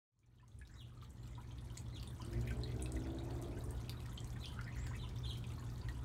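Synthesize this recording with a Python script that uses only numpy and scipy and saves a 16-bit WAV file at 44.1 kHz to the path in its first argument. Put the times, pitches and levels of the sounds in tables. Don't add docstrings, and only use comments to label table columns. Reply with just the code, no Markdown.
import sys
import numpy as np
from scipy import signal
from scipy.fft import rfft, irfft, next_fast_len
from scipy.io import wavfile

SR = 44100
rng = np.random.default_rng(int(sys.argv[2]) if len(sys.argv) > 2 else 0)


def store_wav(level_fs):
    pcm = np.round(np.clip(np.atleast_2d(level_fs), -1, 1) * 32767)
    wavfile.write(sys.argv[1], SR, pcm.T.astype(np.int16))


N = 266716
TIME = np.arange(N) / SR

# pitch_hz [Hz], relative_db [dB]
RUMBLE_SPECTRUM = [(20, -41), (30, -16), (40, -10.5), (60, 4), (85, -4.5), (115, -3), (160, -21.5),
                   (300, -59), (800, -56.5)]
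# start_s [s, already at full height],
# length_s [s], level_db [dB]
RUMBLE_SURGES = [(0.496, 0.077, -41.5), (2.376, 0.032, -53), (3.447, 0.19, -58), (4.85, 1.6, -56)]
# pitch_hz [Hz], relative_db [dB]
TRAFFIC_SPECTRUM = [(60, -7.5), (160, 5), (290, -0.5), (480, -11.5), (1000, -16), (2500, -28.5),
                    (6000, -37), (10000, -37.5), (16000, -55)]
# [dB rms, before a slight waver]
PUMP_HUM = [(119.95, -48.5), (239.9, -77.5)]
# pitch_hz [Hz], relative_db [dB]
EXHAUST_RESONANCES = [(55, 5), (110, 7.5), (115, 11), (120, 3.5), (175, -15.5), (215, -11), (236, 4),
                      (252, -7), (272, 0), (298, -8.5), (325, -1), (340, 1.5), (356, -5), (385, -5.5),
                      (405, -14.5), (428, -1.5), (452, -19), (490, -23.5), (537, -16), (562, -32),
                      (590, -12.5), (650, -17.5), (810, -32), (875, -19.5), (1000, -28)]
# pitch_hz [Hz], relative_db [dB]
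TYRE_SPECTRUM = [(25, -22), (60, 12), (150, -4), (330, 6), (520, -2.5), (680, 0.5), (900, -11.5),
                 (1200, -16.5), (2500, -30), (5000, -73)]
# start_s [s], length_s [s], pitch_hz [Hz], level_db [dB]
FAR_TRILLS = [(0.688, 0.081, 7400, -56), (1.148, 0.21, 7400, -64), (4.121, 0.077, 7530, -62),
              (4.746, 0.16, 7430, -56.5)]
# [dB, before the effort curve]
NEAR_CHIRPS = [(0.754, 0.081, 3960, 2770, -40), (1.916, 0.073, 4176, 2800, -44.5),
               (2.197, 0.036, 3150, 2730, -47.5), (4.399, 0.066, 4095, 2826, -41.5),
               (4.445, 0.038, 3245, 2950, -43.5), (4.976, 0.035, 3260, 2930, -50),
               (4.983, 0.078, 4010, 2730, -44), (5.228, 0.04, 3585, 3070, -39),
               (5.261, 0.062, 4200, 3000, -36.5)]
# multiple [of its pitch], relative_db [dB]
CHIRP_OVERTONES = [(1, -0.5), (2, -19.5), (3, -17), (4, -37)]
# [s, at a linger of 1]
PATIO_DECAY = [(500, 0.15), (2000, 0.15), (4000, 0.17), (8000, 0.16), (15000, 0.22)]
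# pitch_hz [Hz], relative_db [dB]
SPATTER_SPECTRUM = [(400, -44), (1000, -11), (2000, 11.5), (2700, -10), (3300, 4), (4200, -0.5),
                    (4900, -4.5), (6000, 1), (9300, -1.5), (12000, 5.5), (16000, 4)]
# start_s [s], length_s [s], level_db [dB rms, before the echo], first_hz [Hz], last_hz [Hz]
STREAM_GLUGS = [(0.692, 0.036, -59, 1570, 1740), (0.729, 0.042, -60.5, 1800, 1820),
                (2.207, 0.11, -68, 1160, 1420), (2.326, 0.051, -63, 1690, 2240),
                (2.374, 0.097, -69, 1750, 1600), (2.471, 0.019, -54.5, 1930, 3020),
                (2.498, 0.024, -58.5, 2340, 2220), (2.678, 0.056, -66.5, 2230, 2200),
                (4.565, 0.11, -62, 1410, 1520), (4.665, 0.041, -58, 1860, 1950),
                (4.722, 0.028, -64, 2420, 2620), (4.761, 0.04, -58.5, 1790, 1870),
                (4.816, 0.054, -66.5, 2190, 2260), (4.861, 0.063, -60.5, 1820, 1370),
                (4.934, 0.027, -56.5, 1700, 2640)]
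# start_s [s], level_db [dB, before a common trim], pitch_hz [Hz]
CLEAR_PLINKS = [(0.232, -44, 2320), (0.385, -45.5, 3130), (0.398, -45.5, 1740), (0.428, -44.5, 1003),
                (0.517, -47.5, 3450), (0.614, -34.5, 1680), (0.652, -43.5, 3700), (0.741, -44.5, 5050),
                (0.763, -48, 1120), (1.023, -43, 1174), (1.0455, -49, 4350), (1.232, -49, 4080),
                (1.3523, -44.5, 3680), (1.3784, -40.5, 958), (1.516, -48.5, 3140), (1.52, -49, 6370),
                (1.7015, -47.5, 3030), (1.7748, -42, 4260), (2.198, -45.5, 998), (2.473, -46, 1970),
                (2.505, -44, 2300), (2.508, -40.5, 1535), (2.588, -53, 860), (2.635, -34.5, 4150),
                (2.712, -59, 6400), (2.795, -47.5, 2630), (2.859, -44, 2570), (2.965, -44, 1970),
                (3.04, -51, 5330), (3.103, -47.5, 3460), (3.1858, -43.5, 3720), (3.57, -50, 1530),
                (3.607, -49, 3880), (3.636, -51, 1070), (3.657, -54, 5700), (3.72, -51.5, 1216),
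                (3.882, -50, 2650), (3.989, -54, 1110), (3.97, -52, 3780), (4.055, -50.5, 1848),
                (4.085, -52.5, 1280), (4.178, -36.5, 3130), (4.361, -47.5, 1817), (4.442, -46.5, 2500),
                (4.59, -36, 1403), (4.643, -46.5, 5000), (4.679, -42, 1840), (4.7476, -52, 4330),
                (4.911, -51, 1540), (4.91, -47, 1037), (4.948, -47, 2570), (5.034, -49.5, 1000),
                (5.1606, -47.5, 3520), (5.4412, -47, 2470), (5.491, -53, 6060), (5.503, -49.5, 2650),
                (5.5788, -48, 1086), (5.625, -49, 1060), (5.828, -52, 990), (5.8863, -41.5, 1876)]
# [dB, fence echo over the direct sound]
LOUD_DROPS = [(0.191, -33, 6200, 0.6, -10), (0.48, -33.5, 6300, 0.64, -2), (0.5892, -31, 8900, 1.3, -3),
              (0.674, -31.5, 5000, 0.55, -2), (0.977, -44, 4300, 1.4, -7), (1.0149, -37.5, 3440, 1, -2),
              (1.025, -36.5, 2330, 0.54, -1), (1.106, -39.5, 8340, 1.1, -14), (1.2755, -38, 5030, 0.28, -1),
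              (1.5105, -39, 3540, 0.83, -4), (1.5835, -37, 3350, 0.73, 1), (1.6561, -50, 3830, 0.93, -2),
              (1.702, -48, 8300, 0.77, -9), (1.7724, -26, 7240, 0.76, 4), (1.97, -45, 6500, 0.98, -10),
              (1.998, -36, 4800, 1.9, -8), (2.0287, -30.5, 3470, 0.47, -1), (2.074, -36.5, 3700, 2.4, -16),
              (2.0745, -37.5, 8600, 1.7, 3), (2.2195, -36, 5250, 0.72, -8), (2.2486, -39.5, 8900, .8, -6),
              (2.2625, -41, 4060, 0.61, -2), (2.331, -35.5, 4350, 0.42, 0), (2.4118, -40.5, 6840, 0.93, -6),
              (2.474, -33, 2740, 0.49, 1), (2.506, -38, 7700, 0.61, 1), (2.57, -46, 8200, 1.4, -11),
              (2.613, -47, 5330, 1.3, -7), (2.764, -48, 7200, 1, -14), (2.8215, -27, 8960, 1.4, 8),
              (2.8598, -34.5, 3700, 0.81, -10), (2.921, -31.5, 8340, 0.75, -11),
              (3.021, -43, 3960, 0.12, 0), (3.069, -43, 4130, 0.53, 8), (3.305, -37.5, 3640, 0.6, 5),
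              (3.4247, -36.5, 6900, 0.64, -16), (3.6399, -40, 9400, 1, -7), (3.7078, -32, 10600, 0.6, -5),
              (3.895, -23, 4320, 0.52, -5), (4.004, -37.5, 3300, 0.41, -10), (4.0593, -38, 4800, 0.34, 1),
              (4.1753, -38.5, 3600, 0.8, -10), (4.2041, -38, 7300, 0.69, -13),
              (4.2449, -36.5, 7400, 0.77, -11), (4.304, -41, 6140, 0.76, -10), (4.364, -47, 8540, .5, -9),
              (4.457, -32.5, 4700, 0.76, -6), (4.612, -37, 5000, 0.2, -3), (4.868, -31.5, 3600, 0.19, 0),
              (5.0908, -41.5, 5360, .8, -4), (5.1863, -42, 5800, 1.9, -6), (5.3332, -39, 5000, 0.41, -14),
              (5.372, -39, 5960, 0.33, 1), (5.4407, -39.5, 3500, 0.81, -7), (5.5196, -47.5, 9150, 1.7, -8),
              (5.5965, -44, 7050, 1.5, -13), (5.6996, -44.5, 5180, 1.3, -5), (5.7594, -45, 4200, 1.5, -18),
              (5.7804, -44, 6600, 0.58, -6), (5.814, -40, 4250, 1.6, 0), (5.886, -35, 3470, 0.56, -5)]
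# pitch_hz [Hz], gain_db [dB]
MICROPHONE_SHELF = [(20, -2), (9400, 0.5), (10300, -4.5), (11200, -6), (16000, -9)]

RUMBLE_DB, SURGE_ATTACK_S, SURGE_RELEASE_S = -47, 0.017, 0.17
PULL_S, PULL_LENGTH_S, PULL_ATTACK_S, PULL_RELEASE_S = 2.38, 0.98, 0.19, 0.66
PULL_DB, COAST_DB = -45, -61
NEAREST_S, PASS_DB_PER_S = 3.44, 10
FIRING_HZ, CLIMB_HZ_PER_S, TOP_FIRING_HZ = 58, 10.6, 72.4
CHIRP_RISE, CHIRP_CREST = 0.1054, 0.33
TRICKLE_DB = -69.5
GLUG_SPREAD_OCT, GLUG_BUBBLES_PER_S = 0.29, 300
FENCE_ECHO_S = 0.0039
FADE_START_S, FADE_END_S = 0.115, 2.39
BAND_EDGE_HZ = 15850


def amp(db):
    return 10 ** (np.asarray(db) / 20)


def unit(x):
    return x / np.sqrt(np.mean(x ** 2) + 1e-20)


def response(points, hz):
    table_hz, value = np.transpose(points)
    return np.interp(np.log(hz + 1), np.log(table_hz), value)


def filtered(x, points):
    size = next_fast_len(N + 4000)
    gain = amp(response(points, np.fft.rfftfreq(size, 1 / SR)))
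    return irfft(rfft(x, size) * gain, size)[:N]


def colour(x, points):
    return unit(filtered(x, points))


def drift(rate):
    knots = rng.standard_normal(size=10000)
    return unit(np.interp(TIME * rate, np.arange(len(knots)), knots))


def swell(s, length, attack, release):
    rising = (TIME - s) / attack
    falling = (s + length - TIME) / release
    return np.clip(np.minimum(rising, falling) + 1, 0, 1)


def add(mix, s, sound):
    part = mix[max(round(s * SR), 0):][:len(sound)]
    part += sound[:len(part)]


def patio(x, slap_db, tail_db, slap_s=0.0039, linger=1):
    taps = rng.standard_normal(SR // 2) * (rng.random(SR // 2) < 4000 / SR)
    hz, t, z = signal.stft(taps, SR, nperseg=128)
    t60 = linger * response(PATIO_DECAY, hz)[:, None]
    tail = signal.istft(z * amp(-60 * t / t60), SR, nperseg=128)[1]
    echo = np.zeros(SR // 2)
    echo[0] = 1
    add(echo, slap_s, amp(slap_db) * np.ones(1))
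    add(echo, 0.005, amp(tail_db) * tail / np.linalg.norm(tail))
    return signal.fftconvolve(x, echo / np.linalg.norm(echo))[:N]


def rumble():
    surges = sum(amp(db) * swell(s, length, SURGE_ATTACK_S, SURGE_RELEASE_S)
                 for s, length, db in RUMBLE_SURGES)
    return (amp(RUMBLE_DB) + surges) * colour(rng.standard_normal(N), RUMBLE_SPECTRUM)


def background(traffic_db=-55, hum_waver_db=0.8):
    hum = sum(amp(db) * np.sqrt(2) * np.cos(2 * np.pi * hz * TIME) for hz, db in PUMP_HUM)
    traffic = amp(traffic_db) * colour(rng.standard_normal(N), TRAFFIC_SPECTRUM)
    return traffic + hum * amp(hum_waver_db * drift(6.0))


def vehicle(waver=0.0038, tyre_db=-6.5, shudder=0.23, fading_db=1.3):
    hz = np.minimum(FIRING_HZ + CLIMB_HZ_PER_S * (TIME - PULL_S), TOP_FIRING_HZ)
    turns = np.cumsum(hz * (1 + waver * drift(25.04))) / SR
    engine = np.zeros(N)
    for k in range(1, 14):
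        gain = amp(response(EXHAUST_RESONANCES, k * hz) + fading_db * drift(9))
        engine += gain * np.sin(2 * np.pi * (k * turns + rng.random()))
    engine = unit(engine * (1 + shudder * drift(60)))
    tyres = colour(rng.standard_normal(N), TYRE_SPECTRUM)
    tyre_gain = amp(tyre_db - PASS_DB_PER_S * abs(TIME - NEAREST_S))
    pull = swell(PULL_S, PULL_LENGTH_S, PULL_ATTACK_S, PULL_RELEASE_S)
    level = amp(COAST_DB) + amp(PULL_DB) * pull
    return level * (engine + tyre_gain * tyres)


def trills(rasp=0.016, pulsing=0.8, warble_hz=45, warble=0.05):
    out = np.zeros(N)
    for s, length, pitch_hz, db in FAR_TRILLS:
        u = np.linspace(0, 1, int(length * SR))
        arch = np.sqrt(abs(np.sin(np.pi * u)))
        shake = np.sin(2 * np.pi * warble_hz * length * u)
        hz = pitch_hz * (1 + warble * shake + 0.35 * (arch - 1) + rasp * drift(540)[:len(u)])
        tone = np.sin(2 * np.pi * np.cumsum(hz) / SR)
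        add(out, s, amp(db) * arch * (1 + pulsing * shake) / 2 * tone)
    return out


def chirps(rasp=0.02, flutter=0.4):
    out = np.zeros(N)
    for s, length, top_hz, last_hz, db in NEAR_CHIRPS:
        u = np.linspace(0, 1, int(length * SR))
        lift = CHIRP_RISE * np.maximum(1 - u / CHIRP_CREST, 0) ** 2
        past_crest = np.maximum(u - CHIRP_CREST, 0) / (1 - CHIRP_CREST)
        slur = np.sin(np.pi / 2 * past_crest) ** 2
        hz = top_hz * (1 - lift) + (last_hz - top_hz) * slur
        phase = 2 * np.pi * np.cumsum(hz * (1 + rasp * drift(1210)[:len(u)])) / SR
        effort = np.interp(u, [0, 0.15, 0.45, 0.7, 1], [0.033, 0.13, 0.22, 0.43, 0.16])
        effort *= 1 + flutter * drift(644)[:len(u)]
        voice = sum(amp(part_db) * np.sin(k * phase) for k, part_db in CHIRP_OVERTONES)
        add(out, s, amp(db) * effort * voice)
    return out


def tick(hz, cycles=1.0, spray=0.99, spray_s=0.0012, snap=0.73):
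    t = np.arange(200) / SR
    push = spray * rng.standard_normal(len(t)) * np.exp(-t / spray_s)
    push[0] = 1
    ring = np.sin(2 * np.pi * hz * t) * t * np.exp(-t * hz / cycles)
    ring /= np.linalg.norm(ring)
    add(ring, 0, snap * np.array([0.5, -1, 0.5]))
    smack = np.convolve(push, ring)
    return 2 * smack / np.linalg.norm(smack)


def bubble(hz, ring, cycles=12, rise=0.01):
    t = np.arange(2000) / SR
    age = t * hz / (cycles * ring)
    phase = 2 * np.pi * np.cumsum(hz * (1 + rise * np.minimum(age, 5))) / SR
    return np.sin(phase) * np.exp(-age) * (1 - np.exp(-t * hz))


def near_plinks(trim_db=-1, tick_db=-8, satellite_db=-12, ring=0.79):
    out = np.zeros(N)
    for s, db, hz in CLEAR_PLINKS:
        add(out, s, amp(db + trim_db) * bubble(hz, ring))
        add(out, s, amp(db + tick_db) * tick(min(1.96 * hz, SR / 4), snap=0.42))
        for delay, pitch in rng.random((3, 2)):
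            satellite = bubble(hz * 1.8 ** (pitch - 0.3), ring)
            add(out, s + 0.0085 * delay, amp(db + satellite_db) * satellite)
    return out


def near_drops(spray=0.22, snap=0.89):
    out = np.zeros(N)
    for s, db, hz, cycles, echo_db in LOUD_DROPS:
        drop_snap = snap * (0.5 / max(cycles, 0.5)) ** 2
        smack = amp(db) * tick(hz, cycles, spray=spray, snap=drop_snap)
        smack /= np.hypot(1, amp(echo_db))
        add(out, s, smack)
        add(out, s + FENCE_ECHO_S, amp(echo_db) * smack)
    return out


def spatter(per_s=42, spread_db=3.0, scatter_s=0.007, level_db=-3.5, cycles=1.04, snap=0.27):
    out = np.zeros(N)
    count = int(per_s * N / SR)
    for k, (when, size, pitch) in enumerate(rng.random((count, 3))):
        s = (k + 4 * when) % count / per_s
        db = spread_db * min(-np.log(1 - size), 3)
        delays = rng.exponential(1, size=2)
        spreads = rng.standard_normal(size=2)
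        for delay, spread in zip(delays, spreads):
            hz = min(3000 * 4.8 ** pitch * 1.218 ** spread, SR / 3)
            droplet = tick(hz, cycles, spray=0.12, snap=snap)
            add(out, s + scatter_s * delay, amp(db - 2 * delay) * droplet)
    return amp(level_db) * colour(out, SPATTER_SPECTRUM)


def gurgle(per_s, centre_hz, octaves, spread_db, level_db, ring):
    out = np.zeros(N)
    for when, size, pitch, life in rng.random((int(per_s * N / SR), 4)):
        db = spread_db * min(-np.log(1 - size), 2.5)
        hz = centre_hz * 2 ** (octaves * (pitch - 0.5))
        add(out, when * N / SR, amp(db) * bubble(hz, ring * (0.5 + life), rise=0.051))
    return amp(level_db) * unit(out)


def glugs(ring=0.29, sag_db=6.5):
    out = np.zeros(N)
    for s, length, db, first_hz, last_hz in STREAM_GLUGS:
        chain = np.zeros(SR // 4)
        count = max(round(GLUG_BUBBLES_PER_S * length), 2)
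        for k, (when, pitch) in enumerate(rng.random((count, 2))):
            u = (k + when) / count
            hz = (first_hz + (last_hz - first_hz) * u) * 2 ** (GLUG_SPREAD_OCT * (pitch - 0.5))
            add(chain, u * length, amp(-sag_db * u) * bubble(hz, ring))
        add(out, s, amp(db) * chain * np.sqrt(length * SR) / np.linalg.norm(chain))
    return out


def trickle(fizz_db=-14, flicker_db=1.5, unsteady_db=2.0, unsteady_per_s=22):
    splashes = sum(patio(spatter(), slap_db=-5, tail_db=-5.5, slap_s=s) for s in (0.0031, 0.0039, 0.0052))
    fizz = amp(fizz_db + flicker_db * drift(22)) * colour(rng.standard_normal(N), SPATTER_SPECTRUM)
    large = gurgle(per_s=82, centre_hz=1049, octaves=0.876, spread_db=4.0, level_db=-69.5, ring=0.44)
    middle = gurgle(per_s=110, centre_hz=1779, octaves=1.0, spread_db=6.0, level_db=-72.0, ring=0.52)
    small = gurgle(per_s=120, centre_hz=3460, octaves=0.75, spread_db=5.5, level_db=-5.5, ring=0.45)
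    tiny = gurgle(per_s=63, centre_hz=6300, octaves=1.08, spread_db=5.0, level_db=-15, ring=0.55)
    flow = amp(TRICKLE_DB + unsteady_db * drift(unsteady_per_s))
    bubbles = large + middle + (small + tiny) * flow + glugs()
    return (splashes + fizz) * flow + patio(bubbles, slap_db=-12.5, tail_db=-1.5)


def scene():
    street = rumble() + background() + vehicle()
    song = patio(trills(), slap_db=-7, tail_db=0, slap_s=0.024, linger=2)
    song += patio(chirps(), slap_db=-9.5, tail_db=-2.0, slap_s=0.007, linger=1.84)
    plinks = patio(near_plinks(), slap_db=-9, tail_db=-5.5)
    drops = patio(near_drops(), slap_db=-19, tail_db=-5.5, slap_s=0.015)
    return (street + song + plinks + drops + trickle())[None]


def record(dry):
    fade = np.clip((TIME - FADE_START_S) / (FADE_END_S - FADE_START_S), 0, 1)
    heard = fade * filtered(dry[0], MICROPHONE_SHELF)
    band_limit = signal.firwin(401, BAND_EDGE_HZ, window=("kaiser", 9), fs=SR)
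    return signal.oaconvolve(heard, band_limit, "same")[None]


dry = scene()
out = record(dry)
store_wav(out)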